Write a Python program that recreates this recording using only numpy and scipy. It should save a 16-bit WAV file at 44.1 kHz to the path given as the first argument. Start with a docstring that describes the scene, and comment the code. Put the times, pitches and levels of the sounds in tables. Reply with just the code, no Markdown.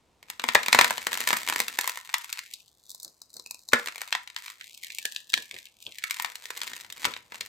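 """Crushing dry-skinned foam clay

Two hands crush balls of soft foam clay with a dry, lacquered skin, heard up close in a small room.
The skin breaks in sharp snaps, made from short noise bursts that ring like little flakes.
Between them flakes and clay crumble in swarms of tiny ticks, and the soft core gives dull thuds.
The low end of the crackle thins away twice and comes back; a faint rush of air lies underneath.
"""
import sys
import numpy as np
from scipy import signal
from scipy.fft import rfft, irfft, next_fast_len
from scipy.io import wavfile
from scipy.ndimage import uniform_filter1d

SR = 44100
rng = np.random.default_rng(int(sys.argv[2]) if len(sys.argv) > 2 else 0)


def pcm_store(signal):
    """Save signal as 16-bit PCM."""
    levels = np.round(np.clip(np.atleast_2d(signal), -1, 1) * 32767)
    wavfile.write(sys.argv[1], SR, levels.astype(np.int16).T)


N = 329861  # length in samples

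# the skin snaps, all relative: t/s, strength level/dB, hollow body level/dB, brittle treble level/dB
SKIN_SNAPS = [(0.2288, -18, 0, 0), (0.2849, -24, -0.5, -2), (0.3009, -4, -1, 7), (0.397, 1.5, -3, -5.5),
              (0.419, -12.5, 1, 1.5), (0.44, 2.5, 9.5, 1), (0.4884, 10.5, 0.5, -8), (0.5497, 12.5, -3.5, 4),
              (0.5532, 16.5, 9, -9.5), (0.6321, 1, -6, -1), (0.6622, 4, -3.5, -2), (0.6835, 7.5, 2.5, 0.5),
              (0.729, 20, -4.5, -4.5), (0.7478, 13, 9.5, 0.5), (0.7896, 19, 7, -2), (0.812, 18, 1, -2.5),
              (0.845, 11.5, 2.5, 1.5), (0.9002, -0.5, -2, -7), (0.9075, 3.5, 9.5, 7), (0.9805, 1, 1.5, -3),
              (1.0695, 5.5, 4.5, 5.5), (1.1187, -5, 5, 3.5), (1.1305, 3.5, -1, 4), (1.1418, 2.5, -9.5, 2.5),
              (1.1531, -5.5, 5, 4.5), (1.1745, -1.5, 2, 9.5), (1.205, 0.5, 1.5, 9.5),
              (1.214, -2, 4.5, -0.5), (1.2746, 8.5, 0.5, 5), (1.2888, 5.5, -7.5, 7), (1.3057, 6.5, 4, -2.5),
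              (1.33, 7.5, 9, 2.5), (1.3393, -3, -1, 5), (1.3695, 1, 0, 9), (1.4758, 0.5, 0.5, 0.5),
              (1.4877, 4.5, -0.5, 5), (1.499, 4, 4, 6.5), (1.5254, -0.5, 8, -1.5), (1.5608, 4, 3.5, 3),
              (1.5915, -5, 2.5, 9), (1.6023, 9.5, 0.5, 6), (1.6824, 2, -6, 5), (1.7886, 7, 4.5, 5.5),
              (1.8116, 2, -12.5, 8.5), (1.8429, -4, 4.5, 4), (1.8762, 0.5, 6, 14), (1.8955, 1, -1.5, 7),
              (1.974, -6, 5.5, 5), (2.0927, -9.5, -0.5, -5), (2.1419, 12, -4, -2),
              (2.1831, -10, -9.5, 13.5), (2.2445, -10, 1.5, 9.5), (2.301, -12, -24, 8),
              (2.328, 2.5, -11, 5.5), (2.374, -8.5, -5, -2), (2.3911, 1.5, -11.5, -2.5),
              (2.5378, -0.5, -45, 0), (2.9043, -9.5, -10.5, 7), (2.916, -11, 0, 5), (2.9478, -9.5, 10, 5),
              (3.0003, -9.5, -5, 0.5), (3.031, -10, 2, 9.5), (3.0478, -4, 4, 2.5), (3.0796, -10, 0, -6),
              (3.2181, -6.5, 6.5, -2.5), (3.3678, -2.5, 7, -6), (3.3973, -2, 9, -10.5),
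              (3.4622, -5, 7.5, -4.5), (3.51, -2.5, 9.5, 7), (3.5456, -9, 10, 1.5), (3.6883, 0, 3.5, -4.5),
              (3.734, 15, 11.5, -2), (3.86, -6, -2, 6), (3.8733, 0, 0, -1.5), (3.8849, -1.5, 2, -2.5),
              (3.9582, -8.5, -1, 4.5), (3.9808, -9.5, 1, 4.5), (4.0171, -3.5, 5, 8.5),
              (4.0771, -13.5, 0, 5.5), (4.1268, 12, -5.5, -9), (4.1512, 6, 4, -7.5), (4.2755, -7, -7.5, -6),
              (4.301, -11, -8, -5), (4.364, 3, -9, -8.5), (4.4627, -9, -7, -5), (4.4808, -6.5, -3.5, -6.5),
              (4.6115, -8.5, 4, -8), (4.8354, -6.5, -3, 3), (4.8462, -8, -2.5, 4), (4.8687, -11, -7.5, 3),
              (4.9032, -6.5, 1, -10.5), (4.921, -11.5, -13, 0.5), (4.9486, -9, -20, 8), (4.9856, 0, 4, 4),
              (5.0543, 6, 9.5, 2.5), (5.1225, -9, 4.5, 6.5), (5.1629, 5.5, -6.5, -11),
              (5.301, -6, -12.5, -2.5), (5.3348, 5, 7.5, -13), (5.3398, 17.5, -7, -10),
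              (5.377, 2, 15.5, -5), (5.512, -4.5, 6.5, -7.5), (5.5651, -11.5, 11, -9.5),
              (5.6698, -17.5, 0, -22), (5.8658, -0.5, 5, -43), (5.9223, -10.5, -16, -8),
              (5.9852, -6, -2, 3.5), (6.0234, -15.5, 0, -11.5), (6.0394, 2, 7.5, 1.5),
              (6.1094, 5, -5.5, 4.5), (6.1439, -4.5, -9, 3), (6.1686, -7.5, -1, 1), (6.1987, 0, 6.5, 3.5),
              (6.2232, -9.5, 2, 18.5), (6.2473, 3, 3.5, -2.5), (6.3557, -3.5, -12, 2.5),
              (6.4559, -3.5, -12, -2.5), (6.505, -3.5, 3.5, 3.5), (6.5757, -8.5, -17.5, 9.5),
              (6.6165, 5, -10.5, -6.5), (6.634, -4.5, -3, 4.5), (6.6769, -1.5, -10, -4.5),
              (6.7344, -2, -14, -11.5), (6.81, -8.5, -25, 2.5), (6.9018, -7, -11.5, -1.5),
              (6.9252, -7, -13, 6), (7.0452, 8.5, -11, -10.5), (7.0529, 10.5, 0, -3.5),
              (7.0589, -1.5, 3, 5), (7.138, 0.5, -16, -22), (7.1653, -5, -1.5, -15.5),
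              (7.3216, -12, 8.5, -3), (7.3446, -11.5, 2.5, 0.5), (7.4093, 4.5, -16, -4.5)]
# how hard the flakes grind in the first long crush: t/s, relative level/dB
FIRST_CRUSH = [(0.2, -81.5), (0.31, -59.5), (0.39, -69.5), (0.47, -49), (0.66, -49), (0.8, -35.5),
               (1.06, -47.5), (1.3, -38), (1.44, -42.5), (1.6, -38.5), (1.68, -48.5), (1.88, -41.5),
               (2.04, -54.5), (2.16, -50.5), (2.55, -57), (2.7, -67)]
# the separate squeezes that follow: start t/s, hold t/s, relative level/dB
SQUEEZES = [(2.856, 0.21, -57.5), (3.349, 0.03, -54), (3.481, 0.16, -61), (3.749, 0.02, -44),
            (3.859, 0.3, -54), (4.39, 0.1, -50), (4.65, 0.08, -52.5), (4.839, 0.34, -52),
            (5.333, 0.05, -47), (5.513, 0.09, -53), (5.81, 0.16, -56), (6.069, 0.22, -48.5),
            (6.4, 0.1, -53), (6.56, 0.21, -46.5), (6.99, 0.1, -47), (7.34, 0.11, -54)]
# how fast a squeeze swells and dies away, and the grinding while the clay is merely held
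GRIP_DB_PER_S, RELAX_DB_PER_S, HOLDING_DB = 230, 130, -67
# samples of tearing before a break lets go
LEAD = 128
# colour of a breaking flake: f/Hz, level/dB
SKIN_COLOUR = [(30, -33), (100, -19), (250, -9), (500, -7.5), (720, -4.5), (1000, 3.5), (1400, 1),
               (2100, 4), (2950, -0.5), (3800, 1.5), (5400, -4.5), (8500, -3.5), (10000, -8), (12500, -10),
               (15500, -13)]
# short ring of the hollow shell: f/Hz, width f/Hz, level/dB
SHELL_RINGS = [(475, 40, -1), (977, 56, -7.5), (1847, 17, -1.5), (2080, 900, -14.5)]
# colour of the tiny ticks against full snaps: f/Hz, level/dB
TICK_COLOUR = [(60, 6), (400, 1), (1000, -4), (2200, 1.5), (4000, 1.5), (7500, 4), (15000, 5.5)]
# the soft core gives way under the thumbs: t/s, relative peak level/dB
CORE_THUDS = [(3.061, -61), (3.363, -60.5), (5.377, -52), (5.545, -55), (5.876, -55.5), (7.073, -44.5),
              (7.409, -60)]
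# colour of those thuds: f/Hz, relative level/dB
CORE_COLOUR = [(30, -19), (70, 8.5), (250, 7), (500, 14), (900, 1), (1600, -4), (4000, -70)]
# how long the room rings: f/Hz, time to fall 60 dB t/s
ROOM_DECAY = [(150, 0.19), (1000, 0.27), (4000, 0.23), (14000, 0.39)]
# how strongly the room answers: f/Hz, level/dB
ROOM_COLOUR = [(150, -5.5), (1000, -8.5), (2200, -8), (5000, -9), (14000, -22)]
# long resonances of the things on the table: f/Hz, width f/Hz, level/dB
TABLE_RINGS = [(234.8, 16, 9), (482, 8.5, 1.5), (726, 11, 2), (982, 18, 2), (1316, 110, -0.5),
               (1374, 38, -3), (1710, 41, 2), (2140, 180, -10), (3630, 57, -9)]
# how unlike the two channels are, as each one's own part over the shared part: f/Hz, basic ratio
STEREO_WIDTH = [(150, 0.17), (500, 0.89), (1500, 2), (6000, 1)]
# phase by which the left microphone port leads the right: f/Hz, phase/rad
PORT_PHASE = [(100, 0), (900, 0), (1300, 1.9), (1700, .1), (3500, 1.1), (5500, -.8), (7000, -.1),
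              (10000, -3.1), (16000, -9.3)]
# left minus right: f/Hz, level/dB
LEFT_LEAN = [(100, 2.5), (850, 2.5), (1250, 5.5), (1700, -2), (2400, 2), (4600, 5), (7500, 0.5),
             (15000, -0.5)]
# the crackle has almost nothing below this moving edge: t/s, f/Hz
MOVING_LOW_EDGE = [(1.62, 40), (2.05, 620), (2.39, 820), (2.5, 1750), (2.75, 3300), (3.15, 3900),
                   (3.718, 3800), (3.722, 20), (4.2, 740), (4.57, 950), (4.75, 2550), (4.88, 1600),
                   (5.02, 2400), (5.29, 2650), (5.6, 1900), (5.87, 2500), (6.05, 1200), (6.28, 480),
                   (6.95, 20)]
# narrow bands that still ring under the edge: start t/s, end t/s, f/Hz, width f/Hz, level/dB
RINGING_BANDS = [(3.45, 3.606, 2580, 150, -2), (5.01, 5.714, 1700, 90, -1), (4.98, 5.6, 1890, 90, -7)]
# colour of the still air: f/Hz, relative level/dB
AIR_COLOUR = [(25, -13.5), (70, 0.5), (200, -5), (1000, -7.5), (1500, -17.5), (3000, -18), (8000, -23.5),
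              (15000, -40.5)]
# nothing is heard above this frequency
TOP_HZ = 16000


def snaps(rows, level_db, flake_hz, flake_db, flake_q, size=1024):
    """Skin breaks, each with its own share of body and treble, and a flake ringing at its own pitch."""
    s, db, body_db, treble_db = np.transpose(rows)
    hz = np.fft.rfftfreq(size, 1 / SR)
    body = body_db[:, None] * along([(900, 1), (4000, 0)], hz)
    treble = treble_db[:, None] * along([(4000, 0), (12000, 1)], hz)
    # a bigger break frees a bigger, lower flake
    pitch = flake_hz * np.exp(-0.01 * db + 0.23 * rng.standard_normal(len(s)))[:, None]
    flake_ring = resonances([(pitch, pitch / flake_q, flake_db)], hz)
    colour = causal(amp(level_db + db[:, None] + body + treble)) * flake_ring
    breaks = fractures(len(s), run_s=0.00042, after_s=0.0033, after_db=-8.5,
                       before_s=0.0011, before_db=-11.5, apart=0.42)
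    return placed(s, irfft(breaks * colour[:, None]))


def fractures(count, run_s, after_s, after_db, before_s, before_db, apart, size=1024):
    """Stereo spectra of single breaks: the skin starts to tear, lets go, and the loose edge flutters."""
    t = (np.arange(size) - LEAD) / SR
    run = run_s * np.exp(0.35 * rng.standard_normal((count, 1, 1)))
    tearing = amp(before_db) * np.exp(-np.abs(t) / before_s)
    flutter = amp(after_db) * np.exp(-np.abs(t) / after_s)
    letting_go = np.exp(-np.abs(t) / run) + flutter
    z = rfft(rng.standard_normal((count, 3, size)) * np.where(t < 0, tearing, letting_go))
    # long waves reach both ports nearly alike: one shared noise, plus a little of each port's own
    z = z[:, :1] + apart * along(STEREO_WIDTH, np.fft.rfftfreq(size, 1 / SR)) * z[:, 1:]
    # each break is broadly white but keeps its own fine peaks and notches
    power = np.mean(np.abs(z) ** 2, 1, keepdims=True)
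    return z / np.sqrt(np.abs(uniform_filter1d(power, size=36)) + 1e-12)


def effort():
    """How hard the flakes grind, in dB: one long crush, then squeezes that each grip, hold and relax."""
    t = np.arange(N) / SR
    db = np.where(t < FIRST_CRUSH[-1][0], curve(FIRST_CRUSH, t), HOLDING_DB)
    for start, hold, level in SQUEEZES:
        slack = np.maximum(GRIP_DB_PER_S * (start - t), RELAX_DB_PER_S * (t - start - hold))
        db = np.maximum(db, level - np.maximum(slack, 0))
    return db


def chips(effort_db, level_db, grows, crowding, spread_db, body_db, treble_db,
          colour_spread_db, count=110):
    """Lesser snaps at random, as rows like SKIN_SNAPS: more effort makes them denser and stronger."""
    # the running total of effort decides where the chips fall
    due = np.cumsum(np.maximum(effort_db - HOLDING_DB, 0) ** crowding + 1e-9)
    at = np.searchsorted(due, (np.arange(count) + rng.random(count)) / count * due[-1])
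    size, body, treble = np.clip(rng.standard_normal((count, 3)), -2, 2).T
    extra_effort = effort_db[at] - effort_db[at].mean()
    strength = level_db + grows * extra_effort + spread_db * size
    body = body_db + colour_spread_db * body
    treble = treble_db + colour_spread_db * treble
    return np.transpose([at / SR, strength, body, treble])


def crumbs(effort_db, level_db, spread_db, dust_db, count=1600):
    """Ticks of uneven size over a dust of finer ones (spiky noise), all following the grinding."""
    s = (np.arange(count) + rng.uniform(-1.3, 1.6, count)) * N / SR / count
    sizes = amp(spread_db * np.minimum(rng.standard_normal(count), 2))
    # neighbouring ticks share the strain: a big one leaves less for the rest
    sizes = sizes / np.sqrt(np.abs(uniform_filter1d(sizes ** 2, size=20)) + 1e-12)
    ticks = irfft(fractures(count, run_s=0.00025, after_s=0.0015, after_db=-19,
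                            before_s=0.0007, before_db=-14, apart=0.25))
    swarm = unit(placed(s, ticks * sizes[:, None, None]))
    # cubing noise makes it spiky; one part is shared, one belongs to each channel
    dust = unit(rng.standard_normal(N) ** 3 + 0.4 * rng.standard_normal((2, N)) ** 3)
    grinding = amp(level_db + effort_db)
    return filtered(grinding * (swarm + amp(dust_db) * dust), lambda hz: amp(along(TICK_COLOUR, hz)))


def shell(x, size=8192):
    """The skin's colour and the short ring of the hollow shell, as one filter."""
    hz = np.fft.rfftfreq(size, 1 / SR)
    response = causal(amp(along(SKIN_COLOUR, hz))) * resonances(SHELL_RINGS, hz)
    return signal.fftconvolve(x, irfft(response)[None], axes=1)[:, :N]


def thuds(level_db, rise_s, fall_s):
    """Dull pushes from the soft core: low noise that swells and fades around each thud."""
    t = np.arange(N) / SR
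    push = sum(amp(db) * np.exp(-np.maximum((s - t) / rise_s, (t - s) / fall_s))
               for s, db in CORE_THUDS)
    noise = unit(filtered(rng.standard_normal(N), lambda hz: amp(along(CORE_COLOUR, hz))))
    return amp(level_db) * push * noise


def room(x, table_s, table_db, count=4):
    """A table reflection, then four fading-noise tails that take turns every 1/16 s."""
    echo = amp(table_db) * np.pad(x, ((0, 0), (int(table_s * SR), 0)))[:, :N]
    # each 1/16 s of sound feeds the next tail in turn
    zone = np.arange(N) // (SR // 16) % count
    wet = 0
    for k in range(count):
        hz, t, z = signal.stft(rng.standard_normal((3, SR // 2)), SR, nperseg=256)
        fade = amp(-60 * t / along(ROOM_DECAY, hz)[:, None])
        z = z * fade * (1 - np.exp(-t / 0.00058))
        width = along(STEREO_WIDTH, hz)[:, None]
        tail = signal.istft((z[0] + width * z[1:]) / np.hypot(1, width), SR, nperseg=256)[1]
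        tail = tail / np.linalg.norm(tail[0])
        wet = wet + signal.fftconvolve(x * (zone == k), tail, axes=1)[:, :N]
    return echo + filtered(wet, lambda hz: amp(along(ROOM_COLOUR, hz)) * resonances(TABLE_RINGS, hz))


def thinned(x, depth_db, steep, hollow_db, burst_db, burst_hz):
    """Sound under the moving edge sinks away, but for narrow bands; loud snaps push the edge down."""
    hz, t, z = signal.stft(x, SR, nperseg=512)
    f = hz[:, None]
    edge = curve(MOVING_LOW_EDGE, t)
    loudness = np.sum(np.abs(z) ** 2 * (f > edge), axis=(0, 1))
    resistance = 1 + (amp(burst_db) ** 2 / (loudness + 1e-12)) ** 2
    edge = edge - np.maximum(edge - burst_hz, 0) / resistance
    place = edge / (f + 20)
    above = 1 / (1 + place ** steep)
    # what is left under the edge: the gap is made deeper just below it
    left_db = along([(60, 4.5), (200, 9), (1000, 4), (1600, -9), (2600, -9), (4000, 0)], hz)[:, None]
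    under = amp(depth_db + left_db + hollow_db / np.maximum(place, 1) ** 2)
    for start, end, centre, width, db in RINGING_BANDS:
        band = np.exp(-((f - centre) / width) ** 2)
        under = under + amp(db) * band * ((t > start) & (t < end))
    return signal.istft(z * (above + (1 - above) * under), SR, nperseg=512)[1][:, :N]


def air(level_db, sunk_db):
    """The faint rush of the room: coloured noise, fainter while the low end is thin."""
    noise = rng.standard_normal((3, N))
    edge = curve(MOVING_LOW_EDGE, np.arange(N) / SR)
    sunk = sunk_db * along([(100, 0.26), (500, 1)], edge)
    rush = filtered(noise[0] + 0.5 * noise[1:], lambda hz: amp(along(AIR_COLOUR, hz)))
    return amp(level_db + sunk) * unit(rush)


def placed(times, sounds):
    """Sum short stereo sounds, each breaking at its time."""
    first = np.maximum(times * SR - LEAD, 0).astype(int)
    index = first[:, None] + np.arange(sounds.shape[-1])
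    return np.array([np.bincount(index.ravel(), sounds[:, c].ravel(), N)[:N] for c in range(2)])


def resonances(modes, hz):
    """A flat response with (Hz, width Hz, dB) peaks on it."""
    return 1 + sum(amp(db) * 1j * hz * w / (c * c - hz * hz + 1j * hz * w) for c, w, db in modes)


def causal(gain):
    """The minimum-phase response with this gain: nothing sounds before the blow."""
    cep = irfft(np.log(np.maximum(gain, 1e-6)))
    half = cep.shape[-1] // 2
    # fold the backward half of the cepstrum onto the forward half
    cep[..., 1:half] *= 2
    cep[..., half + 1:] = 0
    return np.exp(rfft(cep))


def filtered(x, response):
    """x times a response that depends on frequency."""
    m = next_fast_len(N + SR // 2)
    return irfft(rfft(x, m) * response(np.fft.rfftfreq(m, 1 / SR)), m)[..., :N]


def amp(db):
    """Decibels to gain."""
    return 10 ** (np.asarray(db) / 20)


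def unit(x):
    """Scale to an average (rms) strength of 1."""
    return x / np.sqrt(np.mean(x ** 2) + 1e-20)


def along(points, hz):
    """(Hz, value) points read on a logarithmic frequency axis."""
    f, v = np.transpose(points)
    return np.interp(np.log(hz + 1), np.log(f + 1), v)


def curve(rows, at):
    """(position, value) rows joined by straight lines."""
    return np.interp(at, *np.transpose(rows))


def scene():
    """The clay in its room, as two microphone ports hear it."""
    effort_db = effort()
    lesser = chips(effort_db, level_db=-13.5, grows=0.43, crowding=0.4, spread_db=2.5,
                   body_db=-2, treble_db=2, colour_spread_db=3.5)
    breaking = snaps(np.vstack([SKIN_SNAPS, lesser]), level_db=-1, flake_hz=2280, flake_db=-4, flake_q=7)
    crumbling = crumbs(effort_db, level_db=3, spread_db=4.5, dust_db=-14)
    clay = shell(breaking + crumbling)
    clay = clay + room(clay, table_s=0.0098, table_db=-18)
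    # each port takes half of the level and phase difference
    side = np.array([[0.5], [-0.5]])
    heard = filtered(clay, lambda hz: amp(side * along(LEFT_LEAN, hz))
                     * np.exp(1j * side * curve(PORT_PHASE, hz)))
    crackle = thinned(heard, depth_db=-22.5, steep=33, hollow_db=-13, burst_db=-18.5, burst_hz=1160)
    soft = thuds(level_db=2.5, rise_s=0.011, fall_s=0.026) + air(level_db=-65.5, sunk_db=-8.5)
    return crackle + soft


def record(dry):
    """The loudest snaps overload the input and are rounded off; nothing passes the band limit."""
    clipped = dry / (1 + np.abs(dry) ** 6) ** (1 / 6)
    return filtered(clipped, lambda hz: hz < TOP_HZ)


dry = scene()
out = record(dry)
pcm_store(out)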